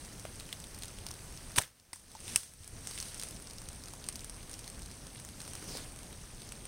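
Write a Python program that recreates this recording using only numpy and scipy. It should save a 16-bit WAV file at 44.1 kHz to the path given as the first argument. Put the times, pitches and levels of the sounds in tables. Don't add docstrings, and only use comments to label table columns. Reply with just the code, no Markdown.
import sys
import numpy as np
from scipy import signal
from scipy.fft import rfft, irfft, next_fast_len
from scipy.io import wavfile
from scipy.ndimage import uniform_filter1d, map_coordinates

SR = 44100
rng = np.random.default_rng(int(sys.argv[2]) if len(sys.argv) > 2 else 0)


def master(y):
    cut = np.clip(np.atleast_2d(y).T, -1, 1)
    pcm = np.round(cut * 32767)
    wavfile.write(sys.argv[1], SR, pcm.astype(np.int16))


def invert_db(level):
    return 10 ** (np.asarray(level, dtype=float) / 20)


N = 294147


def unit(x):
    return x / np.sqrt(np.mean(x ** 2) + 1e-20)


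def peak(x):
    return x / np.max(np.abs(x))


def along(points, hz):
    point_hz, value = np.transpose(points)
    return np.interp(np.log(hz + 1), np.log(point_hz + 1), value)


def curves(rows):
    s, *columns = np.transpose(rows)
    t = np.arange(N) / SR
    return [np.interp(t, s, column) for column in columns]


def swell_db(rows, rise_s, fall_s):
    t = np.arange(N) / SR
    total_db = 0
    for s, db, hold_s in rows:
        ramp_in = (t - s) / rise_s
        ramp_out = 1 - (t - s - hold_s) / fall_s
        total_db = total_db + db * np.clip(np.minimum(ramp_in, ramp_out), 0, 1)
    return total_db


def coloured(x, *spectra):
    m = 2 * next_fast_len(N // 2 + 4096)
    hz = np.fft.rfftfreq(m, 1 / SR)
    gain = np.maximum(invert_db(sum(along(s, hz) for s in spectra)), 1e-4)
    cepstrum = irfft(np.log(gain), m)
    cepstrum[1:m // 2] *= 2
    cepstrum[m // 2 + 1:] = 0
    return irfft(rfft(x, m) * np.exp(rfft(cepstrum)), m)[:N]


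def patchy(patchy_db):
    z = signal.stft(rng.standard_normal(N + 512), nperseg=512)[2]
    field = uniform_filter1d(rng.standard_normal(z.shape), size=8, axis=0)
    field = uniform_filter1d(field, size=8, axis=1)
    noise = signal.istft(z * invert_db(patchy_db * unit(field)), nperseg=512)[1]
    return unit(noise[:N])


def add(track, s, sound):
    part = track[round(s * SR):][:len(sound)]
    part += sound[:len(part)]


def ring(hz, t60, t):
    return np.sin(2 * np.pi * hz * t) * invert_db(-60 * t / t60)


# frequency in Hz, level in dB per Hz.
AIR_SPECTRUM = [(12, -25), (20, 3.5), (107, -0.5), (287, -9.5), (427, -13.5), (663, -16), (784, -17.5),
                (3000, -30), (3900, -40), (6600, -120)]


def air():
    gust_db = swell_db([(5.35, 3.2, 0.35)], rise_s=0.26, fall_s=0.45)
    return invert_db(-50.5 + gust_db) * unit(coloured(patchy(patchy_db=1.0), AIR_SPECTRUM))


# frequency in Hz, level in dB per Hz.
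HOUSING = [(240, -23), (400, -20), (481, -9.5), (676, -18.5), (777, -15), (994, -13.5), (1730, -11),
           (3930, -9), (4800, -7), (6340, -4.5), (7060, -12), (8760, 0), (11600, -15.5), (15300, -19),
           (16000, -22)]
# start in seconds, lift over the rain in dB, hold in seconds.
RUSTLES = [
    (.75, -1, 0.29),
    (2.03, 4, 0.34),
    (2.22, 6, 0.26),
    (2.55, 8.5, 0.076),
    (2.82, 7.5, 0.25),
    (3.13, 5, 0.14),
    (4.45, 1.5, 0.12),
    (5.35, 4, 0.47),
]


def rain(count=4000):
    draw, t = rng.random((count, 4)), np.arange(128) / SR
    hz = 1200 * 9 ** draw[:, 1:2] ** 0.68
    size = invert_db(np.minimum(-5 * np.log(1 - draw[:, 2:3]), 14))
    grains = size * ring(hz, 4 / hz + 0.002, t)
    at = (draw[:, :1] * N).astype(int) + np.arange(len(t))
    near = np.bincount(at.ravel(), grains.ravel(), N + len(t))[:N]
    clumps = map_coordinates(rng.standard_normal(N // 2048 + 4), [np.arange(N) / 2048])
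    near *= invert_db(1.5 * clumps)
    stir_db = swell_db(RUSTLES, rise_s=0.075, fall_s=0.13)
    near_gain = invert_db(-6.0 - 0.43 * stir_db)
    mix = patchy(patchy_db=1.55) + near_gain * unit(near)
    return invert_db(-54 + stir_db) * unit(coloured(mix, HOUSING))


# start in seconds, depth in dB, hold in seconds, creep back in seconds.
DUCKS = [
    (1.605, -17, 0.27, 0.42),
    (2.348, -11.5, 0.26, 0.16),
]


def duck_db():
    return sum(swell_db([(s, db, hold_s)], rise_s=0.068, fall_s=back_s) for s, db, hold_s, back_s in DUCKS)


# frequency in Hz, level in dB.
SNAP_TILT = [(500, -4), (1500, -2.5), (4000, -3.5), (7300, -5), (8700, 3.5), (10500, -2.5), (15500, -3)]


def taps(rows, spike, swings, splash):
    out, t = np.zeros(N), np.arange(2048) / SR
    housing = coloured(np.arange(N) == 0, HOUSING, SNAP_TILT)[:512]
    dull = np.gradient(ring(1000, 0.004, t[:256]))
    rise = np.clip(t / 0.0008, 0, 1) ** 3
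    for s, db, hz, ring_db, knock_db, t60 in rows:
        grit = rng.standard_normal((3, len(t)))
        grit[:, 36] = spike
        blow = invert_db(-60 * t / t60)
        after = splash * invert_db(-60 * t / (6 * t60))
        snap, rough, thud = rise * (blow + after) * grit
        leaf = np.gradient(ring(hz, swings / hz + 0.00094, t[:256]))
        add(out, s, invert_db(db - 3.5) * peak(signal.fftconvolve(snap, housing)))
        add(out, s, invert_db(db + ring_db + 6.5) * peak(signal.fftconvolve(rough, leaf)))
        add(out, s, invert_db(db + knock_db - 8.0) * peak(signal.fftconvolve(thud, dull)))
    return out


# start in seconds, peak in dB, leaf pitch in Hz.
FAINT = [(0.1795, -35, 5500), (0.3344, -43, 5480), (0.902, -35, 4060), (1.4711, -41, 1820),
         (1.5, -32, 2060), (2.8499, -33, 2200), (3.4983, -30, 4580), (3.533, -29, 6450),
         (3.6386, -36, 6120), (3.6544, -39, 5590), (4.006, -41, 5560), (4.1614, -25, 6490),
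         (4.2154, -35, 6370), (4.344, -30, 4980), (4.364, -32, 4640), (4.5126, -24, 6380),
         (4.531, -25, 5570), (4.7264, -35, 1850), (4.7454, -43, 5030), (4.7925, -28, 5440),
         (4.9134, -27, 5130), (4.9554, -38, 5770), (5.8424, -31, 6370), (5.885, -44, 5470),
         (5.9204, -33, 5660), (6.2138, -37, 5730), (6.4318, -32, 4200), (6.4707, -37, 6470),
         (6.5889, -50, 4910), (6.6044, -46, 6370)]
# start in seconds, peak in dB, pitch in Hz, ring in dB.
LIGHT_TICKS = [(0.0484, -36.5, 6250, -5), (0.129, -37, 6430, -11), (0.196, -30, 5630, -11.5),
               (0.2718, -46, 5060, -12), (0.398, -28.5, 3900, -8.5), (0.4063, -34, 2900, -7),
               (0.49, -37, 3010, -6), (0.5269, -27.5, 3420, -1), (0.601, -37.5, 8100, -2),
               (0.6402, -32, 3460, -9), (0.7457, -31, 5550, -12), (0.7874, -36, 9300, -3),
               (0.822, -29, 4240, -6.5), (0.8337, -28, 4200, -2), (0.8444, -35, 6430, -8),
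               (0.8554, -33, 6430, -10), (0.8806, -35.5, 5740, -3), (0.986, -36, 2580, -6.5),
               (1.086, -32, 4950, -5.5), (1.1121, -32, 5660, -6), (1.1388, -33, 5570, -16),
               (1.2421, -41, 6210, -10), (1.3238, -37.5, 6300, -10), (1.3739, -38, 5370, -3),
               (1.5177, -31, 5060, -19), (3.471, -37, 5140, -1.5), (3.5088, -37, 5160, -3),
               (3.583, -40, 5230, 3.5), (3.687, -25.5, 6450, -15), (3.8369, -35, 5610, -2.5),
               (2.116, -37, 5160, -13), (2.2032, -30, 5620, -24), (2.2793, -30.5, 3200, -3.5),
         (2.4325, -28.5, 6470, -18), (2.5361, -43, 8700, -1), (2.634, -43, 3710, -6),
         (2.6439, -38, 5730, -8), (2.6766, -37, 8600, 1), (2.7874, -39, 6500, -18), (2.807, -38, 6240, -18),
         (2.8715, -22.5, 6450, -8.5), (2.9334, -38, 5430, -16), (2.9764, -39, 2800, 5),
         (2.9858, -24, 3140, -18), (3.001, -24, 5600, -4.5), (3.011, -26, 6410, -20),
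         (3.026, -23.5, 4660, -9), (3.055, -31, 6430, -18), (3.0828, -31.5, 6460, -19),
         (3.144, -26.5, 6400, -16), (3.1785, -31, 6420, -14), (3.1968, -27.5, 5670, -4.5),
         (3.214, -27, 6430, -12), (3.2243, -22, 4000, -17), (3.2338, -17.5, 5730, -27),
         (3.2859, -28, 6350, -15), (3.3088, -37, 9000, 0), (3.3634, -34, 4210, -11),
         (3.3992, -36, 6350, -16), (3.422, -33, 4580, -19),
               (3.8571, -35, 6330, -6), (3.883, -30, 4470, -12), (4.0406, -34, 4290, -2),
         (4.0647, -29, 5770, -25), (4.0868, -15, 6670, -22), (4.096, -33, 6420, -14),
         (4.125, -32, 5060, -14), (4.1564, -26.5, 5440, -6.5), (4.1926, -36, 4450, -1.5),
         (4.2446, -26.5, 5680, -11), (4.296, -26, 5150, -17), (4.4287, -31.5, 5280, -19),
         (4.4947, -27.5, 6050, -32), (4.5909, -31, 5760, -12), (4.6423, -35, 4190, -8),
         (4.677, -27.5, 4840, -12), (4.6874, -39, 6050, -14), (4.7, -28, 5350, -20),
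         (4.8197, -28, 6310, -23), (4.8594, -30, 5570, -16), (5.068, -31.5, 5700, -10),
         (5.148, -32, 4180, -26), (5.199, -28, 6440, -28), (5.4162, -28.5, 6500, -11),
         (5.5522, -22.5, 2730, -23), (5.771, -22, 5000, -18), (6.4183, -43.5, 4070, 3.5),
         (6.4897, -34, 6320, -6), (6.521, -25.5, 2800, -11), (6.6535, -27, 3090, -22)]
# start in seconds, peak
# in dB, pitch in Hz, ring in dB, knock in dB.
HEAVY = [(0.2518, -35, 2060, -6, 10), (1.065, -30, 4700, -1, -4), (1.1076, -32, 6500, -13, 1),
         (2.1505, -45, 5640, 2, -12), (2.9108, -29.5, 5140, -8, -2), (3.6174, -33, 5640, -13, -10),
         (3.73, -35, 6230, -10, -18), (3.9357, -35.5, 5600, -2, 5.5), (4.2062, -35, 6400, -5, -14),
         (4.539, -32, 5570, -5, -18), (5.2486, -31.5, 6400, -6.5, -5), (5.288, -34, 3820, -8, -10),
         (5.403, -30, 4600, -8, -5), (5.4511, -35, 4950, -14, 4), (5.4774, -28.5, 2140, -19, -9),
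         (5.5338, -26, 5680, -16, -7), (5.6407, -35, 5630, -12, -3), (5.9607, -33.5, 6470, -12, -5),
         (5.9886, -31.5, 4040, -19, -10), (6.031, -33, 5270, -12, -6), (6.1273, -41, 3480, -3, -3),
         (5.6255, -47, 1500, 0, 6), (5.752, -42, 1600, -2, 1), (5.7817, -40, 1400, -3, 5)]


def drops():
    faint = [(s, db - 5.5, hz, -13.5) for s, db, hz in FAINT]
    light = [(*row, -39) for row in LIGHT_TICKS + faint]
    rows = [(s, db - 0.53, *rest, 0.013) for s, db, *rest in light + HEAVY]
    return taps(rows, spike=7.3, swings=2.0, splash=0.21)


# time in seconds, level in dB, fold resonance in Hz.
SLEEVE = [
    (5.58, -73, 5810),
    (5.675, -56, 5720),
    (5.69, -47.5, 5600),
    (5.735, -51, 4950),
    (5.759, -45.5, 4550),
    (5.79, -50, 4280),
    (5.805, -55, 4200),
    (5.86, -62, 4100),
]


def sleeve():
    db, hz = curves(SLEEVE)
    t = np.arange(N) / SR
    gate = np.clip(np.minimum(t - SLEEVE[0][0], SLEEVE[-1][0] - t) / 0.028, 0, 1)
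    catch = rng.standard_normal((3, N)) * invert_db(4.9 * rng.standard_normal(N))
    narrow = uniform_filter1d(catch[:2], size=26, axis=1)
    turn = 2 * np.pi * np.cumsum(hz) / SR
    fold = unit(narrow[0] * np.cos(turn) + narrow[1] * np.sin(turn))
    cloth_tilt = [(60, -13), (400, 7.0), (2000, -11), (8500, -2), (12000, -13)]  # Hz, dB
    dull = unit(coloured(catch[2], cloth_tilt))
    return gate * invert_db(db) * (0.99 * fold + 0.88 * dull)


# frequency in Hz, level in dB.
ECHO_TILT = [(1000, -6), (3000, -2), (5500, 0.5), (9000, 1.5)]
# start in seconds, level in dB, t60 in seconds.
ECHOES = [
    (1.93, -51.5, 0.45),
    (2.363, -41.5, 0.45),
]


def woods():
    level, t = np.zeros(N), np.arange(SR // 2) / SR
    for s, db, t60 in ECHOES:
        add(level, s, invert_db(db - 60 * t / t60))
    return level * unit(coloured(patchy(patchy_db=0.9), HOUSING, ECHO_TILT))


# start in seconds, peak in dB, pitch in Hz, ring in dB, t60 in seconds.
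CRACKS = [
    (1.931, -28, 2000, -16, 0.022),
    (1.9304, -43, 4800, 1.5, .006),
    (1.9583, -39, 8000, -11, 0.0091),
    (2.3589, -7.5, 2600, -16, 0.0024),
    (2.36, -22, 8400, 0, 0.012),
    (2.362, -31, 2600, 0, 0.005),
    (2.3693, -33, 6360, -13, .006),
    (2.3738, -34, 8700, -2, 0.012),
    (1.9962, -52, 9000, -2, 0.0073),
    (2.0135, -59, 8600, -2, .008),
]


def cracks():
    dull_db = -49
    rows = [(s, db, hz, ring_db, dull_db - db, t60) for s, db, hz, ring_db, t60 in CRACKS]
    return taps(rows, spike=3.7, swings=7.3, splash=0.12)


# pitch in Hz, knock in dB.
LIMB_KNOCK = [(2000, -14), (2800, -8), (5500, -32)]
# start in seconds, peak in dB, pitch in Hz, ring in dB, t60 in seconds.
CONTACTS = [(1.559, -34, 4700, -2, .02), (1.5663, -28.5, 8850, -1, 0.012), (1.5734, -32, 8500, -1, .012),
            (1.5827, -14, 5900, -19, 0.0032), (1.584, -13.5, 3150, -5.5, 0.0059),
            (1.586, -7, 5830, -17, 0.0057), (1.591, -20, 5970, -12, 0.0083),
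            (1.6153, -26.5, 1900, -10, 0.005), (1.62, -34, 6240, 0, 0.0076), (1.635, -43, 3400, -3, 0.012),
            (1.798, -54.5, 5530, 1, .006)]


def string_contacts():
    rows = [(s, db, hz, ring_db, along(LIMB_KNOCK, hz), t60) for s, db, hz, ring_db, t60 in CONTACTS]
    return taps(rows, spike=3.7, swings=7.3, splash=0.12)


# frequency in Hz, level in dB.
BOW_TILT = [(300, 5), (1500, 5.5), (4000, -1), (9000, -3.5), (15000, 3)]
# time in seconds, level in dB.
STRING = [
    (1.559, -59),
    (1.5605, -36),
    (1.565, -40),
    (1.57, -46),
    (1.585, -19),
    (1.59, -50),
    (1.61, -41),
    (1.65, -51.5),
    (1.72, -69.5),
]
# start in seconds, peak in dB, pitch in Hz, t60 in seconds.
SLAPS = [(.2515, -30, 610, .019), (1.562, -35, 2800, .012), (1.577, -24, 260, .015),
         (1.5845, -22, 560, .01), (1.5842, -12, 1030, .011), (1.5842, -25, 105, .04),
         (1.5922, -20, 800, .007), (1.6015, -30, 650, .012), (1.6225, -41, 2050, .016),
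         (1.6362, -40, 1950, .016), (1.9312, -39, 940, .016), (1.9312, -49, 300, .025),
         (1.9312, -49, 110, .04), (1.961, -51, 1050, .02), (2.1515, -38.5, 880, .038),
         (2.3595, -32, 420, .007), (2.3597, -31, 1100, .003), (2.3598, -19, 3700, .002),
         (2.3598, -24, 2100, .003), (2.3598, -1, 8700, .003), (2.3599, -9, 5500, .005),
         (2.605, -43, 90, .1), (2.73, -40, 70, .12), (5.626, -35, 400, .012), (5.752, -32, 480, .016),
         (6.4, -42, 400, .008)]


def bow():
    uneven_db = 3 * rng.standard_normal(N // 24 + 1).repeat(24)[:N]
    grit = rng.standard_normal(N) * invert_db(uneven_db)
    out = invert_db(curves(STRING)[0]) * unit(coloured(grit, HOUSING, BOW_TILT))
    t = np.arange(4096) / SR
    onset = 1 - np.exp(-t / 0.0003)
    for s, db, hz, t60 in SLAPS:
        add(out, s, invert_db(db) * ring(hz, t60, t) * onset)
    return out


def scene():
    bed = invert_db(duck_db()) * (air() + rain())
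    near = drops() + sleeve()
    shot = woods() + cracks() + string_contacts() + bow()
    return (bed + near + shot)[None]


def low_pass(x):
    return signal.sosfilt(signal.butter(12, 16850, fs=SR, output="sos"), x)


# frequency in Hz, level in dB.
BAND_EDGE = [(15800, 0), (16000, -24), (16750, -30), (16900, -70)]


def record(dry):
    hiss = invert_db(-72) * rng.standard_normal(N)
    heard = coloured(dry[0] + hiss, BAND_EDGE)[None]
    return low_pass(heard)


dry = scene()
out = record(dry)
master(out)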